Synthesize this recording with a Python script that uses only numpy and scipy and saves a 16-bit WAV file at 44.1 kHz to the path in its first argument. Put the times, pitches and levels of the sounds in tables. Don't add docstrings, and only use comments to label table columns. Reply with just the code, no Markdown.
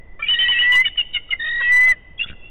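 import sys
import numpy as np
from scipy import signal
from scipy.fft import rfft, irfft
from scipy.io import wavfile
from scipy.ndimage import uniform_filter1d, map_coordinates

SR = 44100
rng = np.random.default_rng(int(sys.argv[2]) if len(sys.argv) > 2 else 0)


def to_wav(s):
    ch = np.atleast_2d(s).T
    pcm = np.round(np.clip(ch, -1, 1) * 32767)
    wavfile.write(sys.argv[1], SR, pcm.astype(np.int16))


N = 110250
FOREST_T60_S = 2


def gain_of(db):
    return 10 ** (np.asarray(db) / 20)


def evened(x):
    return x / np.sqrt(np.mean(x ** 2) + 1e-20)


def add(mix, start_s, sound):
    part = mix[round(start_s * SR):][:len(sound)]
    part += sound[:len(part)]


def slow_noise(size, cutoff_hz):
    pad = SR // 10
    lowpass = signal.butter(2, cutoff_hz, fs=SR, output="sos")
    return evened(signal.sosfilt(lowpass, rng.standard_normal(size + pad)))[pad:]


def air():
    # hz, relative_level_db
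    colour_table = [(12, -20.5), (24, 0), (45, -13), (129, -20.5), (646, -28.5), (1650, -43.5), (1980, -40),
                    (2230, -42.5), (3640, -45), (4000, -75), (5200, -102)]
    level_db, patch_db = -49.5, 0.87
    frames, bin_hz = N // 256 + 5, np.fft.rfftfreq(1024, 1 / SR)
    real, imag, patches = rng.standard_normal((frames, 513, 3)).T
    patches = uniform_filter1d(patches, 8, 0)
    patches = evened(uniform_filter1d(patches, 10, 1))
    hz, colour_db = np.transpose(colour_table)
    bin_db = np.interp(np.log(bin_hz + 1), np.log(hz + 1), colour_db)
    spectra = (real + 1j * imag) * gain_of(bin_db[:, None] + patch_db * patches)
    noise = signal.istft(spectra, nperseg=1024, noverlap=768)[1][:N]
    return gain_of(level_db) * evened(noise)


def earlier_echo():
    pitch_hz, start_db = 1995, -52
    t = np.arange(N) / SR
    turns = 2 * np.pi * pitch_hz * t
    fade = gain_of(start_db - 30 * t / FOREST_T60_S)
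    return fade * (slow_noise(N, 41) * np.sin(turns) + slow_noise(N, 35) * np.cos(turns))


def chitter_note(start_s, length_s, level_db, first_hz, last_hz, arch_hz, first_band_hz, last_band_hz,
                 width_hz, throb, throbs_per_s, peak_share):
    flutter_hz, flutter, rasp_hz, rasp, jitter = 70, 0.17, 700, 0.11, 0.005
    swell_power, fade_power, dip_power = 0.76, 0.9, 8
    t = np.arange(0, length_s, 1 / SR)
    u, throb = t / length_s, np.clip(throb, 0, 1)
    pitch_hz = first_hz + (last_hz - first_hz) * u + arch_hz * np.sin(np.pi * u)
    band_hz = first_band_hz + (last_band_hz - first_band_hz) * u ** 0.73
    jittered_hz = pitch_hz * (1 + jitter * slow_noise(len(t), flutter_hz))
    turns = 2 * np.pi * np.cumsum(jittered_hz) / SR
    voice = np.zeros(len(t))
    for k in range(1, 8):
        weight = 1 / (1 + ((k * pitch_hz - band_hz) / width_hz) ** 2) ** 2
        shake = 1 + flutter * slow_noise(len(t), flutter_hz) + rasp * slow_noise(len(t), rasp_hz)
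        voice += weight * shake * np.sin(k * turns)
    dips = 1 - throb * abs(np.cos(np.pi * throbs_per_s * t)) ** dip_power
    swell = np.sin(np.pi / 2 * np.clip(u / peak_share, 0, 1))
    fade = np.sin(np.pi / 2 * np.clip((1 - u) / (1 - peak_share), 0, 1))
    shape = swell ** swell_power * fade ** fade_power
    return gain_of(level_db) * shape * dips * evened(voice)


def chitter():
    # band_width_hz, throb_depth (0-1), throbs_per_s, peak_share (of the length)
    notes = [(0.192, 0.02, -33.5, 578, 607, 0.07, 1400, 2100, 1514, 0.15, 85, 0.33),
             (.196, 0.092, -38, 622, 675, 0.1, 3096, 3300, 410, 0.65, 50, 0.23),
             (0.197, 0.039, -35.5, 1353, 1350, 3, 1390, 1340, 385, .1, 45, 0.27),
             (0.22, 0.055, -23, 596.8, 559.6, 1.7, 2230, 2630, 394, 0.9, 62, 0.16),
             (0.264, 0.034, -22.5, 632, 590, 3, 2370, 2940, 400, 0, 40, 0.36),
             (0.284, 0.08, -5, 727.8, 695, 36, 2970, 3110, 299, .05, 93, 0.13),
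             (.388, 0.062, -3.5, 758.8, 742, 14, 2910, 3020, 291, .05, 93, 0.091),
             (0.448, 0.056, -29, 522, 523.6, 3, 2850, 2000, 606, .4, 80, .3),
             (0.483, 0.055, -3, 741.5, 713.4, 23, 2950, 2710, 314, .05, 35, 0.16),
             (0.53, 0.1, -21.5, 521, 528.6, 2.7, 3054, 2400, 600, 0.2, 52, 0.38),
             (0.588, 0.046, -4.5, 712, 740.7, 12, 2965, 3030, 304, 0, 45, 0.1),
             (0.631, 0.065, -26.5, 528.7, 542, 1.6, 2970, 2600, 590, 0.2, 130, 0.086),
             (0.719, 0.05, -9, 747.6, 698.7, 6.6, 3010, 2950, 361, .2, 210, 0.21),
             (.842, 0.044, -10.5, 761, 704, 0.094, 2274, 3300, 450, .85, 29.5, 0.46),
             (0.957, 0.0097, -43.5, 619, 616.5, 1.02, 1530, 2000, 800, 0.7, 102, .3),
             (0.97, 0.049, -8, 750.5, 696, 0.14, 2820, 2850, 336, .8, 26, 0.58),
             (1.132, 0.049, -15.5, 757.3, 702, 0.1, 3580, 2330, 695, 0.6, 95, 0.59),
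             (1.291, 0.013, -43.5, 676, 610, 1.8, 1440, 1300, 492, 0.5, 74, 0.26),
             (1.305, 0.038, -13.5, 746.4, 679.6, 0.1, 3208, 1966, 401, 0.3, 69, 0.54),
             (1.439, 0.064, -30, 606, 647, 3.4, 2200, 4800, 2585, 0.3, 73, 0.61),
             (1.602, 0.021, -26, 577, 469, 4.7, 1378, 1620, 800, 0.29, 36, 0.57),
             (1.609, 0.12, -26.5, 532.5, 503, 1.3, 2955, 2830, 600, .7, 110, 0.17),
             (2.178, 0.015, -31, 824, 812, 2.6, 3300, 3300, 291, 0.1, 60, 0.48),
             (2.191, 0.051, -17, 657, 724, 2.8, 2660, 3010, 302, 0.9, 57.8, 0.32),
             (2.226, 0.028, -22, 841, 855, 4, 3450, 3450, 300, 0.7, 86, 0.44),
             (2.238, 0.022, -38, 760, 630, 4, 1460, 1400, 400, .5, 90, 0.34),
             (2.406, 0.094, -41.5, 664, 693, 3.9, 2860, 2750, 294, 0.6, 63, 0.45)]
    out = np.zeros(N)
    for row in notes:
        add(out, row[0], chitter_note(*row))
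    return out


def whistle(rows):
    # peak_s, level_db
    breaks = [(1.84, -36), (1.878, -29), (1.94, -15)]
    break_s, half_db, half_growth = 0.011, -31.5, 1
    tremble_per_s, tremble_db, wander_hz, breath_db = 44, 0.5, 3.4, -27.5
    octave_db, octave_swing_db, octave_wander_db = -3, 2, 1.5
    s, hz, db, depth_hz = np.transpose(rows)
    t = np.arange(s[0], s[-1], 1 / SR)
    level_db, depth = np.interp(t, s, db), np.interp(t, s, depth_hz)
    depth_share = depth / depth.max()
    shake = np.sin(2 * np.pi * tremble_per_s * (t - s[0]))
    pitch_hz = np.interp(t, s, hz) + depth * shake + wander_hz * slow_noise(len(t), 53)
    turns = 2 * np.pi * np.cumsum(pitch_hz) / SR
    breath = gain_of(breath_db) * slow_noise(len(t), 770)
    swing_db = octave_db - octave_swing_db * shake + octave_wander_db * slow_noise(len(t), 25)
    octave = gain_of(swing_db) * depth_share ** 1.1
    half = gain_of(half_db + half_growth * (level_db - db.max())) * (1 + slow_noise(len(t), 80))
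    thirds = sum(gain_of(d) * np.exp(-((t - at) / break_s) ** 2) for at, d in breaks)
    bent = turns + breath + 2 * half * np.cos(turns / 2)
    bent += 2 * thirds * (np.cos(turns / 3) + np.cos(2 * turns / 3))
    tone = np.sin(bent) + octave * np.cos(2 * bent)
    return np.sqrt(2) * gain_of(level_db + tremble_db * shake * depth_share) * tone


def whistles():
    # time_s, pitch_hz, level_db, tremble_depth_hz
    calls = [
        [(.265, 1894, -61.5, 25), (.29, 1877, -25, 49), (.36, 1888, -23.5, 38), (.46, 1930, -18, 26),
         (.56, 1918, -20, 16), (.655, 1951, -15, 7.1), (.7, 1972, -13, 5.6), (.78, 1994, -8, 8.7),
         (.815, 2063, -10, 2), (.835, 2020, -30.5, 2.1), (.885, 1787, -28, 2.3)],
        [(1.385, 1913, -57, 45), (1.4, 1848, -23.5, 37), (1.52, 1894, -21.5, 42.5), (1.62, 1915, -19, 22),
         (1.68, 1939, -16, 9.9), (1.712, 1978, -12.5, 5.3), (1.8, 1993, -7, 1.4), (1.87, 2028, -12, 4.1),
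         (1.918, 2004, -4.5, 6.1), (1.93, 1870, -23.5, 5.2), (1.95, 1694, -52.5, 3)],
    ]
    out = np.zeros(N)
    for rows in calls:
        add(out, rows[0][0], whistle(rows))
    return out


def twigs():
    # start_s, length_s, level_db
    rustles = [(2.262, 0.059, -36.5)]
    # start_s, level_db
    thumps = [(2.261, -29), (2.301, -24), (2.316, -27), (2.33, -27.5)]
    snaps_per_s, thump_ms, tick_db, tick_hz, tick_ms = 600, 1.5, -7, 1500, 2.4
    out = np.zeros(N)
    bandpass = signal.butter(2, [2300, 3700], "band", fs=SR, output="sos")
    for start_s, length_s, level_db in rustles:
        t = np.arange(0, length_s, 1 / SR)
        snaps = (rng.random(len(t)) < snaps_per_s / SR) * rng.standard_normal(len(t))
        snaps = evened(signal.sosfilt(bandpass, snaps))
        add(out, start_s, gain_of(level_db) * snaps * np.sin(np.pi * t / length_s))
    ms = np.arange(900) / SR * 1000
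    u = ms / thump_ms
    knock = np.e * u * (1 - u / 3) * np.exp(-u)
    tick = gain_of(tick_db) * np.sin(2 * np.pi * tick_hz * ms / 1000) * np.exp(-ms / tick_ms)
    for start_s, level_db in thumps:
        add(out, start_s, gain_of(level_db) * (knock + tick))
    return out


def echo(x, near_db, far_db):
    near_t60_s, far_rise_s = 0.091, 0.14
    t = np.arange(2 * SR) / SR
    near = rng.standard_normal(len(t)) * gain_of(-60 * t / near_t60_s)
    far = rng.standard_normal(len(t)) * gain_of(-60 * t / FOREST_T60_S)
    far *= np.clip(t / far_rise_s, 0, 1)
    taps = gain_of(near_db) * near / np.linalg.norm(near) + gain_of(far_db) * far / np.linalg.norm(far)
    return x + signal.fftconvolve(x, taps)[:N]


def scene():
    background = air() + earlier_echo()
    near_nest = echo(chitter() + twigs(), near_db=-7, far_db=-22.5)
    whistler = echo(whistles(), near_db=-19, far_db=-38)
    return (background + near_nest + whistler)[None]


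def limiter(x):
    limit_db, limit_share, recover_db_per_s = -12, 0.92, 877
    power_db = 10 * np.log10(abs(uniform_filter1d(x ** 2, 90)) + 1e-12)
    fall_db = np.arange(N) * recover_db_per_s / SR
    held_db = np.maximum.accumulate(power_db + fall_db) - fall_db
    over_db = np.maximum(held_db - limit_db, 0)
    return x / gain_of(limit_share * uniform_filter1d(over_db, 40))


def narrow_band(x):
    narrow_rate_hz, treble_db_per_khz = 16000, -3.5
    edge_hz, edge_width_hz, edge_drop_db, skirt_db_per_khz = 3673, 300, -34.5, -20
    low = map_coordinates(x, [np.arange(0, N + 6, SR / narrow_rate_hz)], order=3, mode="nearest")
    spectrum = rfft(low)
    hz = np.linspace(0, narrow_rate_hz / 2, len(spectrum))
    treble_db = treble_db_per_khz * np.clip(hz / 1000 - 2, 0, 2)
    edge_db = edge_drop_db * np.clip((hz - edge_hz) / edge_width_hz, 0, 1) ** 2
    skirt_db = skirt_db_per_khz * np.maximum(hz - edge_hz, 0) / 1000
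    size = round(len(low) * SR / narrow_rate_hz)
    wide = irfft(spectrum * gain_of(treble_db + edge_db + skirt_db), size)
    return wide[:N] * size / len(low)


def fuzz_and_clip(x):
    ceiling, ceiling_waver, waver_hz = 0.36, 0.03, 90
    fuzz_db, fuzz_hz, hiss_db = -45.5, 4350, -99
    offset, offset_loud, sag_s = 0.01, 0.032, 0.23
    wobble_db, loud_wobble, wobble_hz = -43.5, 0.65, 27
    power = abs(uniform_filter1d(x ** 2, 800)) / ceiling ** 2 * 2
    lowpass = signal.butter(8, fuzz_hz, fs=SR, output="sos")
    fuzz = signal.sosfilt(lowpass, rng.standard_normal(N))
    x = x + gain_of(fuzz_db) * np.sqrt(power) * fuzz
    keep = np.exp(-1 / (sag_s * SR))
    push = power ** 3 - 0.5 * signal.lfilter([1 - keep], [1, -keep], power ** 3)
    wobble = gain_of(wobble_db) * (1 + loud_wobble * power) * slow_noise(N, wobble_hz)
    drift = offset + offset_loud * push + wobble
    top = ceiling * (1 + ceiling_waver * slow_noise(N, waver_hz))
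    return np.minimum(x + drift, top) + gain_of(hiss_db) * rng.standard_normal(N)


def record(dry):
    overload, lowpass_hz = 0.49, 16000
    x = limiter(np.clip(dry[0], -overload, overload))
    x = fuzz_and_clip(narrow_band(x))
    taps = signal.firwin(511, lowpass_hz, window=("kaiser", 9), fs=SR)
    return signal.oaconvolve(x[None], taps[None], "same")


dry = scene()
out = record(dry)
to_wav(out)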